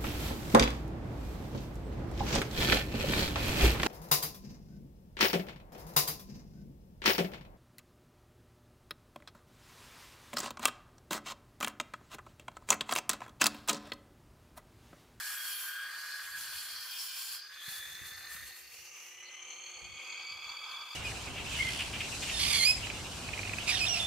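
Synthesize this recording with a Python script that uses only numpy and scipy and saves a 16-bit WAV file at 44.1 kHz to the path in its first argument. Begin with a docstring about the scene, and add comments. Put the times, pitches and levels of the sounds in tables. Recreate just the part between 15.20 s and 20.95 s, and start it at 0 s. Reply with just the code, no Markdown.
"""A rasping whine and a hiss of chips: a mitre saw cuts thick timber on a lawn, close to a phone.
The saw rasps through the wood, ringing timber and blade, while its gears whine at the mesh rate.
Rubbing steel squeals, the motor hums and wind nudges the microphone. As the load eases the motor
speeds up and the blade whistles, throbbing with its turns and the laps of the belt."""
import sys
import numpy as np
from scipy import signal
from scipy.fft import rfft, irfft
from scipy.io import wavfile
from scipy.ndimage import uniform_filter1d

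SR = 44100
rng = np.random.default_rng(int(sys.argv[2]) if len(sys.argv) > 2 else 0)


def persist_wave(psi):
    """Save psi, clipped to +-1, as 16-bit WAV."""
    counts = np.round(np.clip(psi, -1, 1) * 32767).astype(np.int16)
    wavfile.write(sys.argv[1], SR, np.atleast_2d(counts).T)


N = 253575
TIME_S = np.arange(N) / SR
FREQ_HZ = np.arange(N // 2 + 1) * SR / N
MID = np.array([[1], [0]])  # signals are (mid, side)
GEAR_TEETH, MESHES_PER_BELT_LAP = 41, 56.5
FREE_RATE_HZ, USUAL_BITE_DB = 2320, -50
TORQUE_HZ, HUM_HZ = 120.1, 360.3
GEAR_ORDERS = [.9, 1.1, 1.466]  # multiples of the mesh rate

# Saw speed, sagging under the hardest push. Each row: time in seconds, gear mesh rate in Hz.
MESH_RATE = [(0.0, 1674), (0.2, 1630), (0.46, 1591), (0.6, 1619), (0.82, 1660), (1.15, 1655), (1.55, 1628),
             (1.85, 1598), (2.13, 1579), (2.39, 1724), (2.62, 1729), (3.0, 1776), (3.45, 1859),
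             (3.85, 1952), (4.3, 2106), (4.7, 2221), (5.1, 2290), (5.5, 2311), (5.75, 2317)]
# Drive from the cut. Each row: time in seconds, then timber, blade and rim drive in relative dB.
BITE_DRIVE = [(0.0, -44, -57, -53), (0.35, -47.5, -55.5, -53.5), (0.62, -45, -53, -58),
              (0.78, -43.5, -55.5, -52), (1.15, -46.5, -54, -54.5), (1.48, -49.5, -53.5, -49),
              (1.65, -47.5, -54.5, -49), (1.8, -55, -51, -52.5), (2.15, -56, -57.5, -53),
              (2.26, -52.5, -62, -63), (2.56, -53.5, -52.5, -58), (2.72, -54, -55.5, -68),
              (3.03, -52.5, -58.5, -56.5), (3.16, -50.5, -52, -74), (3.5, -68, -64, -64),
              (3.7, -94, -72, -60)]
# Resonances. Each row: centre in Hz, half width in Hz, relative gain in dB.
TIMBER_MODES = [(1237, 177, -5), (1547, 91, 1), (1816, 39, -1), (2040, 280, -9)]  # timber and guard
ENTRY_MODES = [(2470, 105, 10), (3020, 220, 9.5), (3535, 160, 9)]  # blade entering the wood
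DEEP_MODES = [(1920, 210, 12.5), (2420, 170, 5.5), (3670, 110, 10)]  # blade deep in the slot
RIM_MODES = [(4175, 118, 2), (4574, 170, 4), (5050, 560, -4)]
WHINE_MODES = [(2042, 47, -52), (2267, 58, -49.5), (3218, 59, -51), (3484, 77, -52.5), (4240, 120, -60),
               (4360, 120, -53), (4574, 61, -48), (6420, 170, -49), (6700, 70, -71)]  # excited by gliding partials
GUARD_MODES = [(983, 177, -6.5), (1210, 114, 0.5), (1563, 73, -5.5)]  # air in the guard
RUSH_MODES = [(2460, 380, 3.5), (6200, 350, -2), (6840, 1700, -14)]  # air rushing through it
# Blade binding and slipping. Each row: centre and half length in seconds, gain of the whine's first
# partial and of its upper partials in dB.
BINDS = [(0.095, 0.077, 2, 0), (.215, .025, 2, 4), (.33, .1, 0, 2.5), (0.395, 0.07, -5.5, 0),
         (.475, 0.018, 2, -10), (0.57, 0.13, 6, -1), (0.67, 0.02, 1, 3), (.75, .055, -1, -8),
         (0.94, 0.045, 4.5, -6), (0.97, .2, -0.5, -5), (1.148, 0.028, 8.5, 1), (1.32, 0.11, -1.5, -4),
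         (1.64, 0.15, -10.5, -2), (1.815, 0.056, 0, -2.5), (2.256, 0.073, -2, -20), (2.58, 0.076, 5.5, 3.5),
         (3.177, 0.091, 3.5, -4), (5.103, 0.04, 5.5, 1.5), (5.4, .035, 4, 7.5)]
# Chip spray. Each row: time in seconds, relative level in dB.
CHIP_LEVEL = [(0.0, -45.5), (0.11, -46.5), (0.38, -48), (0.65, -54.5), (0.69, -52.5), (0.91, -50),
              (1.14, -53), (1.185, -47), (1.67, -52.5), (1.78, -45), (1.94, -50.5), (1.99, -46),
              (2.15, -45), (2.24, -66), (2.33, -64.5), (2.53, -47.5), (2.71, -56), (2.83, -52.5),
              (2.875, -50.5), (2.96, -55.5), (3.04, -60), (3.13, -50), (3.19, -53), (3.28, -52),
              (3.33, -59.5), (3.38, -56), (3.46, -64), (3.55, -56), (3.69, -63), (3.88, -61), (4.05, -77.5),
              (5.3, -67.5), (5.75, -61.5)]
# Spectra. Each row: frequency in Hz, relative gain in dB.
CHIP_SPECTRUM = [(300, -26), (650, -11), (1100, -1), (1500, 2), (2050, 0), (3000, 3), (3550, 2), (3820, -5),
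                 (4150, 5.5), (5000, 3.5), (6150, 1.5), (7000, 3.5), (7700, 3), (8350, 1.5), (9500, 3),
                 (10400, 5.5), (11500, 3.5), (12900, 4.5), (14100, 3), (15100, -1), (16000, 3.5)]
FAN_SPECTRUM = [(60, -31), (170, -29), (235, -6), (300, -11), (400, -7.5), (500, 4.5), (600, -2.5),
                (670, -5), (780, 5.5), (1300, -29.5), (2500, 7), (3800, -18), (5200, -37), (8000, -11.5),
                (10000, -18), (15000, -66)]
WIND_SPECTRUM = [(20, -29), (38, -16), (62, 2), (100, -0.5), (170, -10.5), (300, -18.5), (700, -26),
                 (2000, -73)]
SIDE_SPECTRUM = [(60, 0), (200, -18), (380, -19), (700, -17), (1290, -10.5), (2380, -7), (4400, -6.5),
                 (8120, 0.5), (15000, -2.5)]  # side against mid
# Gear tones, one per order. Each row: loaded level and free-running level in relative dB.
GEAR_LEVELS = [(-62, -69), (-62, -59.5), (-67.5, -61)]
# Blade rubs. 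Each row: centre and half length in seconds, pitch and half width in Hz, peak in dB.
RUBS = [(0.35, 0.12, 10430, 190, -48), (0.29, 0.26, 12140, 220, -50.5), (0.42, 0.14, 12850, 400, -51),
        (0.37, 0.22, 15100, 300, -55), (0.8, 0.06, 4520, 150, -54.5), (0.82, .26, 20000, 200, -50),
        (1.135, 0.018, 4550, 200, -51), (0.79, 0.94, 8380, 110, -65.5), (1.85, 0.25, 5260, 280, -51.5),
        (1.81, 0.023, 5450, 170, -44), (1.9, 0.022, 4300, 110, -50.5), (1.83, 0.23, 14900, 300, -55),
        (2.06, 0.1, 6930, 220, -57), (2.204, 0.12, 4850, 190, -51.5), (2.416, 0.032, 3300, 130, -53),
        (2.57, 0.24, 3590, 180, -54.5), (2.487, 0.05, 4200, 300, -53), (2.83, 0.69, 6400, 160, -61),
        (2.87, 0.059, 11000, 480, -64), (3.3, 0.2, 11900, 210, -64), (3.59, 0.036, 5750, 250, -59),
        (3.78, 0.19, 6250, 490, -57.5), (4.075, 0.022, 4230, 200, -54)]
# Mains hum. Each row: time in seconds, relative level in dB.
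HUM_LEVEL = [(0.0, -103), (0.38, -84.5), (1.33, -84.5), (2.15, -89), (2.8, -76.5), (3.38, -83.5),
             (4.66, -73.5), (5.75, -85.5)]
# Wind gusts. Each row: centre and half length in seconds, peak in dB.
WIND_GUSTS = [(1.24, 0.13, -68), (1.57, 0.11, -78), (2.589, 0.027, -69), (2.855, 0.19, -67.5),
              (3.216, 0.091, -66), (3.57, 0.12, -79), (4.675, 0.079, -64), (5.135, 0.066, -73),
              (5.276, 0.044, -77)]
# Air puffs. Each row: start in seconds, relative level in dB.
WIND_PUFFS = [(1.205, -59), (1.265, -81), (2.479, -52.5), (2.515, -56), (2.812, -47), (3.146, -54),
              (4.625, -55), (4.746, -57), (5.11, -61), (5.302, -56.5)]
# Freedom of airflow past the blade. Each row: time in seconds, gain in dB.
AIR_CLEARANCE = [(2.1, -15), (3.1, -11), (3.4, -10.5), (3.8, -1), (5.1, -3), (5.75, -7.5)]
# Blade whistles. Each row: multiple of the mesh rate, half width in Hz, relative peak in dB,
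# loudest mesh rate in Hz, reach around that rate in Hz.
BLADE_WHISTLES = [(1.0, 129, -51, 2300, 92), (1.105, 128, -51.5, 2265, 110), (1.45, 300, -51, 2430, 495),
                  (1.475, 157, -47.5, 2311, 29.8), (1.868, 264, -54.5, 2350, 70),
                  (2.01, 130, -51, 2352, 50.3), (2.13, 204, -55, 2330, 102), (2.96, 368, -55, 2123, 202),
                  (3.262, 300, -63, 2170, 89)]
# Throb. Each row: time in seconds, depth per belt lap and depth per blade turn from 0 to 1.
THROB_DEPTH = [(1.9, .2, .1), (2.4, .45, .5), (3.3, .55, .5), (4.0, 1, .42), (5.1, .9, .45),
               (5.75, .7, .45)]
# Hardest jolts of the loose blade. Each row: centre in seconds, added throb gain.
BLADE_JOLTS = [(5.052, .5), (5.245, .7), (5.297, .4), (5.371, .6), (5.444, .6)]


def undb(db):
    """Decibels to gain."""
    return 10 ** (np.asarray(db) / 20)


def unit(x):
    """Scale to mid-channel rms 1."""
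    return x / np.sqrt(np.mean(np.abs(x[0]) ** 2))


def curves(table):
    """Interpolate each value column over time."""
    times_s, *columns = np.transpose(table)
    return [np.interp(TIME_S, times_s, column) for column in columns]


def swell(centre_s, half_s):
    """Gaussian rise and fall."""
    return np.exp(-((TIME_S - centre_s) / half_s) ** 2)


def bell(hz, centre_hz, width_hz):
    """Resonance gain, peak 1."""
    return 1 / (1 + ((hz - centre_hz) / width_hz) ** 2)


def mode_gain(hz, modes):
    """Gain of several resonances, summed in power."""
    return np.sqrt(sum((undb(db) * bell(hz, centre_hz, width_hz)) ** 2
                       for centre_hz, width_hz, db in modes))


def noise():
    """White noise, mid and side."""
    return rng.standard_normal((2, N))


def colour(x, spectrum):
    """Filter by (Hz, dB) points."""
    hz, db = np.transpose(spectrum)
    gain = undb(np.interp(np.log(FREQ_HZ + 1), np.log(hz), db))
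    return irfft(rfft(x) * gain, N)


def resonate(x, modes):
    """Filter by resonances; rms 1."""
    return unit(irfft(rfft(x) * mode_gain(FREQ_HZ, modes), N))


def ripple(x, spacing_hz, depth_db, count):
    """Crossfade through count random patterns of spectral peaks and dips; rms 1."""
    grid_hz = np.arange(0, SR / 2, spacing_hz)
    position = np.linspace(0, count - 1, N)
    spectrum, out = rfft(x), 0
    for k, pattern in enumerate(rng.standard_normal((count, 2048))):
        ripple_db = depth_db * np.interp(FREQ_HZ, grid_hz, np.resize(pattern, len(grid_hz)))
        share = np.maximum(1 - np.abs(position - k), 0)
        out = out + share * irfft(spectrum * undb(ripple_db), N)
    return unit(out)


def waver(width_hz, order=2):
    """Low-passed complex noise; rms 1."""
    x = noise() + 1j * noise()
    for _ in range(order):
        x = signal.lfilter([1], [1, -np.exp(-2 * np.pi * width_hz / SR)], x)
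    return unit(x)


def flutter(width_hz, depth_db):
    """Bounded random gain; rms 1."""
    gain = undb(depth_db * 2 * np.tanh(waver(width_hz)[0].real))
    return gain / np.sqrt(np.mean(gain ** 2))


def tone(cycles, motion):
    """Carrier modulated in size and phase by complex motion."""
    return np.sqrt(2) * (motion * np.exp(2j * np.pi * cycles)).real


def bursts(mesh, decay_cycles, scatter_db, uneven_db):
    """One noise burst per mesh cycle; some stand out on every turn."""
    index = mesh.astype(int)
    repeating_db = uneven_db * rng.standard_normal(GEAR_TEETH)[index % GEAR_TEETH]
    size_db = repeating_db + scatter_db * rng.standard_normal(N)[index]
    return noise() * undb(size_db) * np.exp(-(mesh % 1) / decay_cycles)


def rasp(mesh, knocks):
    """The cut rings timber, blade and rim; modes shift as the blade sinks in and fade as it leaves."""
    timber_db, blade_db, rim_db = curves(BITE_DRIVE)
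    contact = undb(np.interp(TIME_S, [3.3, 3.7, 4.1], [0, -4, -30]))
    deep = np.interp(TIME_S, [2.3, 2.45], [0, 1])
    on_timber, on_blade, on_rim = [bursts(mesh, decay_cycles=0.88, scatter_db=1.5, uneven_db=0.5)
                                   for _ in range(3)]
    timber = resonate(on_timber, TIMBER_MODES) * flutter(31, depth_db=2) * undb(timber_db - 6)
    blade = np.sqrt(1 - deep) * resonate(on_blade, ENTRY_MODES)
    blade += np.sqrt(deep) * resonate(on_blade, DEEP_MODES)
    blade *= flutter(20, depth_db=2.5) * undb(blade_db - 0.5) * np.sqrt(knocks)
    rim = ripple(resonate(on_rim, RIM_MODES), spacing_hz=59.6, depth_db=3.5, count=20)
    rim *= flutter(10.5, depth_db=2) * undb(rim_db + 2) * knocks
    return contact * (timber + blade + rim)


def whine(rate_hz, mesh, free, knocks):
    """Three gear-mesh partials grow with the bite and sing at resonances; torque buzzes the first."""
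    bite_db = curves(BITE_DRIVE)[0]
    drive = undb(0.11 * (bite_db - USUAL_BITE_DB))
    first_db, upper_db = sum(np.outer(db, swell(centre_s, half_s)) for centre_s, half_s, *db in BINDS)
    torque_rad = 2 * np.pi * TORQUE_HZ * TIME_S
    load = (1 - free) * np.interp(TIME_S, [1.3, 2.4], [1, .55])
    wobble_rad = 0.64 * load * np.sin(torque_rad)
    buzz = (1 - 0.21 * load * np.cos(torque_rad)) * np.exp(1j * wobble_rad)
    first = tone(mesh, (1.02 * MID + 0.37 * waver(60)) * buzz)
    first *= undb(bite_db - 4) + drive * mode_gain(rate_hz, WHINE_MODES)
    second = tone(2 * mesh, 0.99 * MID + 0.59 * waver(70))
    second *= flutter(15, depth_db=1) * mode_gain(2 * rate_hz, WHINE_MODES)
    third = tone(3 * mesh, 0.8 * MID + 0.38 * waver(83)) * mode_gain(3 * rate_hz, WHINE_MODES)
    jolted = knocks + sum(gain * swell(centre_s, half_s=0.0033) for centre_s, gain in BLADE_JOLTS)
    return first * undb(first_db) * jolted ** 1.06 + (second + third) * drive * undb(upper_db) * jolted


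def chips(mesh):
    """Thrown sawdust; the hiss has narrow peaks and dips that shift at random."""
    spray = colour(bursts(mesh, decay_cycles=0.99, scatter_db=0, uneven_db=1.6), CHIP_SPECTRUM)
    spray = ripple(spray, spacing_hz=55, depth_db=4.5, count=28)
    return spray * flutter(7.2, depth_db=1.5) * undb(curves(CHIP_LEVEL)[0] + 3)


def gears(rate_hz, mesh, free):
    """Weaker motor and gear tones track speed, grow with the bite and sing at a free-blade mode."""
    strain_db = 0.84 * (curves(BITE_DRIVE)[0] - USUAL_BITE_DB)
    out = 0
    for order, (load_db, free_db) in zip(GEAR_ORDERS, GEAR_LEVELS):
        running = undb(free_db) + undb(-57) * bell(order * rate_hz, centre_hz=2495, width_hz=29)
        gain = (1 - free) * undb(load_db + strain_db) + free * running
        out = out + tone(order * mesh, 0.49 * MID + 0.4 * waver(22)) * gain
    return out


def squeals():
    """Single blade modes swell and fade where steel rubs the side of the slot."""
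    return sum(tone(hz * TIME_S, waver(width_hz)) * undb(db) * swell(centre_s, half_s)
               for centre_s, half_s, hz, width_hz, db in RUBS)


def motor(rate_hz):
    """Mains hum and cooling fan; the fan grows with speed, and with the hum as the motor nears."""
    hum_db, = curves(HUM_LEVEL)
    hum = tone(HUM_HZ * TIME_S, 1.06 * MID + 0.49 * waver(10)) * undb(hum_db + 0.9)
    fan_db = -64 + 10 * np.log2(rate_hz / FREE_RATE_HZ) + 0.61 * (hum_db - hum_db.mean())
    fan = unit(colour(noise(), FAN_SPECTRUM)) * flutter(16, depth_db=1.6) * undb(fan_db)
    return hum + fan


def wind():
    """Breeze and gusts buffet each microphone port separately; sudden puffs thump."""
    breeze_db, rise_s, decay_s = -85.5, 0.0055, 0.0089
    gusts = sum(undb(db) * swell(centre_s, half_s) for centre_s, half_s, db in WIND_GUSTS)
    rumble = unit(colour(noise(), WIND_SPECTRUM)) * flutter(16.6, depth_db=3.5)
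    puffs = 0
    for start_s, db in WIND_PUFFS:
        age_s = np.maximum(TIME_S - start_s, 0)
        puffs = puffs + undb(db) * np.minimum(age_s / rise_s, 1) * np.exp(-age_s / decay_s)
    return rumble * (undb(breeze_db) + gusts) + puffs * resonate(noise(), [(130, 97, 0)])


def whistle(rate_hz, mesh, multiple, width_hz, db, best_hz, reach_hz):
    """Eddy tone, a narrow core in a wide skirt; tracks the speed, loudest at mesh rate best_hz."""
    motion = waver(width_hz, order=3) + 0.45 * waver(0.15 * width_hz)
    gain = flutter(33, depth_db=2) * undb(db) * bell(rate_hz, best_hz, reach_hz)
    return tone(multiple * mesh, motion) * gain


def blade_air(rate_hz, mesh, belt, turn):
    """Air sings in the slot; the freed blade whistles over a hollow roar and a rush in the guard."""
    clearance = undb(curves(AIR_CLEARANCE)[0])
    withdraw_db = 10.3 * swell(5.55, half_s=0.43)  # saw slides back out
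    roar_db = -56.5 + 35.5 * np.log2(rate_hz / FREE_RATE_HZ) + withdraw_db
    roar = resonate(noise(), GUARD_MODES) * undb(roar_db)
    rush = resonate(noise(), RUSH_MODES) * undb(-55)
    low = sum(whistle(rate_hz, mesh, *row) for row in BLADE_WHISTLES if row[0] < np.sqrt(3))
    high = sum(whistle(rate_hz, mesh, *row) for row in BLADE_WHISTLES if row[0] >= np.sqrt(3))
    slot = whistle(rate_hz, mesh, multiple=2.37, width_hz=327, db=-59.5, best_hz=1796, reach_hz=70)
    # high whistles throb more
    freed = (roar + rush + low) * (belt * turn) ** 0.28 + high * belt * np.sqrt(turn)
    return (clearance * freed + slot * belt * turn) * flutter(8.8, depth_db=1.6)


def throb(laps, depth, decay_laps, scatter_db):
    """Gain with one soft knock per lap: rounded rise, slower fall."""
    size = undb(scatter_db * rng.uniform(-1.2, 1, N))[laps.astype(int)]
    gain = uniform_filter1d(size * np.exp(-(laps % 1) / decay_laps), size=360)
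    return 1 + depth * (gain / np.sqrt(np.mean(gain ** 2)) - 1)


def scene():
    """One speed drives the saw; belt and blade throb deeper as the wood lets go."""
    rate_hz, = curves(MESH_RATE)
    mesh = np.cumsum(rate_hz) / SR  # cycles
    free = np.clip((TIME_S - 3.3) / 0.69, 0, 1)  # 0 cutting, 1 running free
    belt_depth, turn_depth = curves(THROB_DEPTH)
    belt = throb(mesh / MESHES_PER_BELT_LAP, belt_depth, decay_laps=0.75, scatter_db=2)
    turn = throb(mesh / GEAR_TEETH, turn_depth, decay_laps=0.45, scatter_db=3)
    knocks = belt * turn
    running = blade_air(rate_hz, mesh, belt, turn) + gears(rate_hz, mesh, free) * np.sqrt(knocks)
    saw = rasp(mesh, knocks) + chips(mesh) + whine(rate_hz, mesh, free, knocks) + squeals() + running
    mid, side = saw + motor(rate_hz)
    # treble reaches the two ports less alike than the low mids
    mid, side = np.array([mid, colour(side, SIDE_SPECTRUM)]) + wind()
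    return np.array([mid + side, mid - side])


def record(dry):
    """The phone cuts the top treble."""
    cutoff_hz = 15550
    return signal.sosfilt(signal.ellip(10, .2, 70, cutoff_hz, fs=SR, output="sos"), dry)


dry = scene()
out = record(dry)
persist_wave(out)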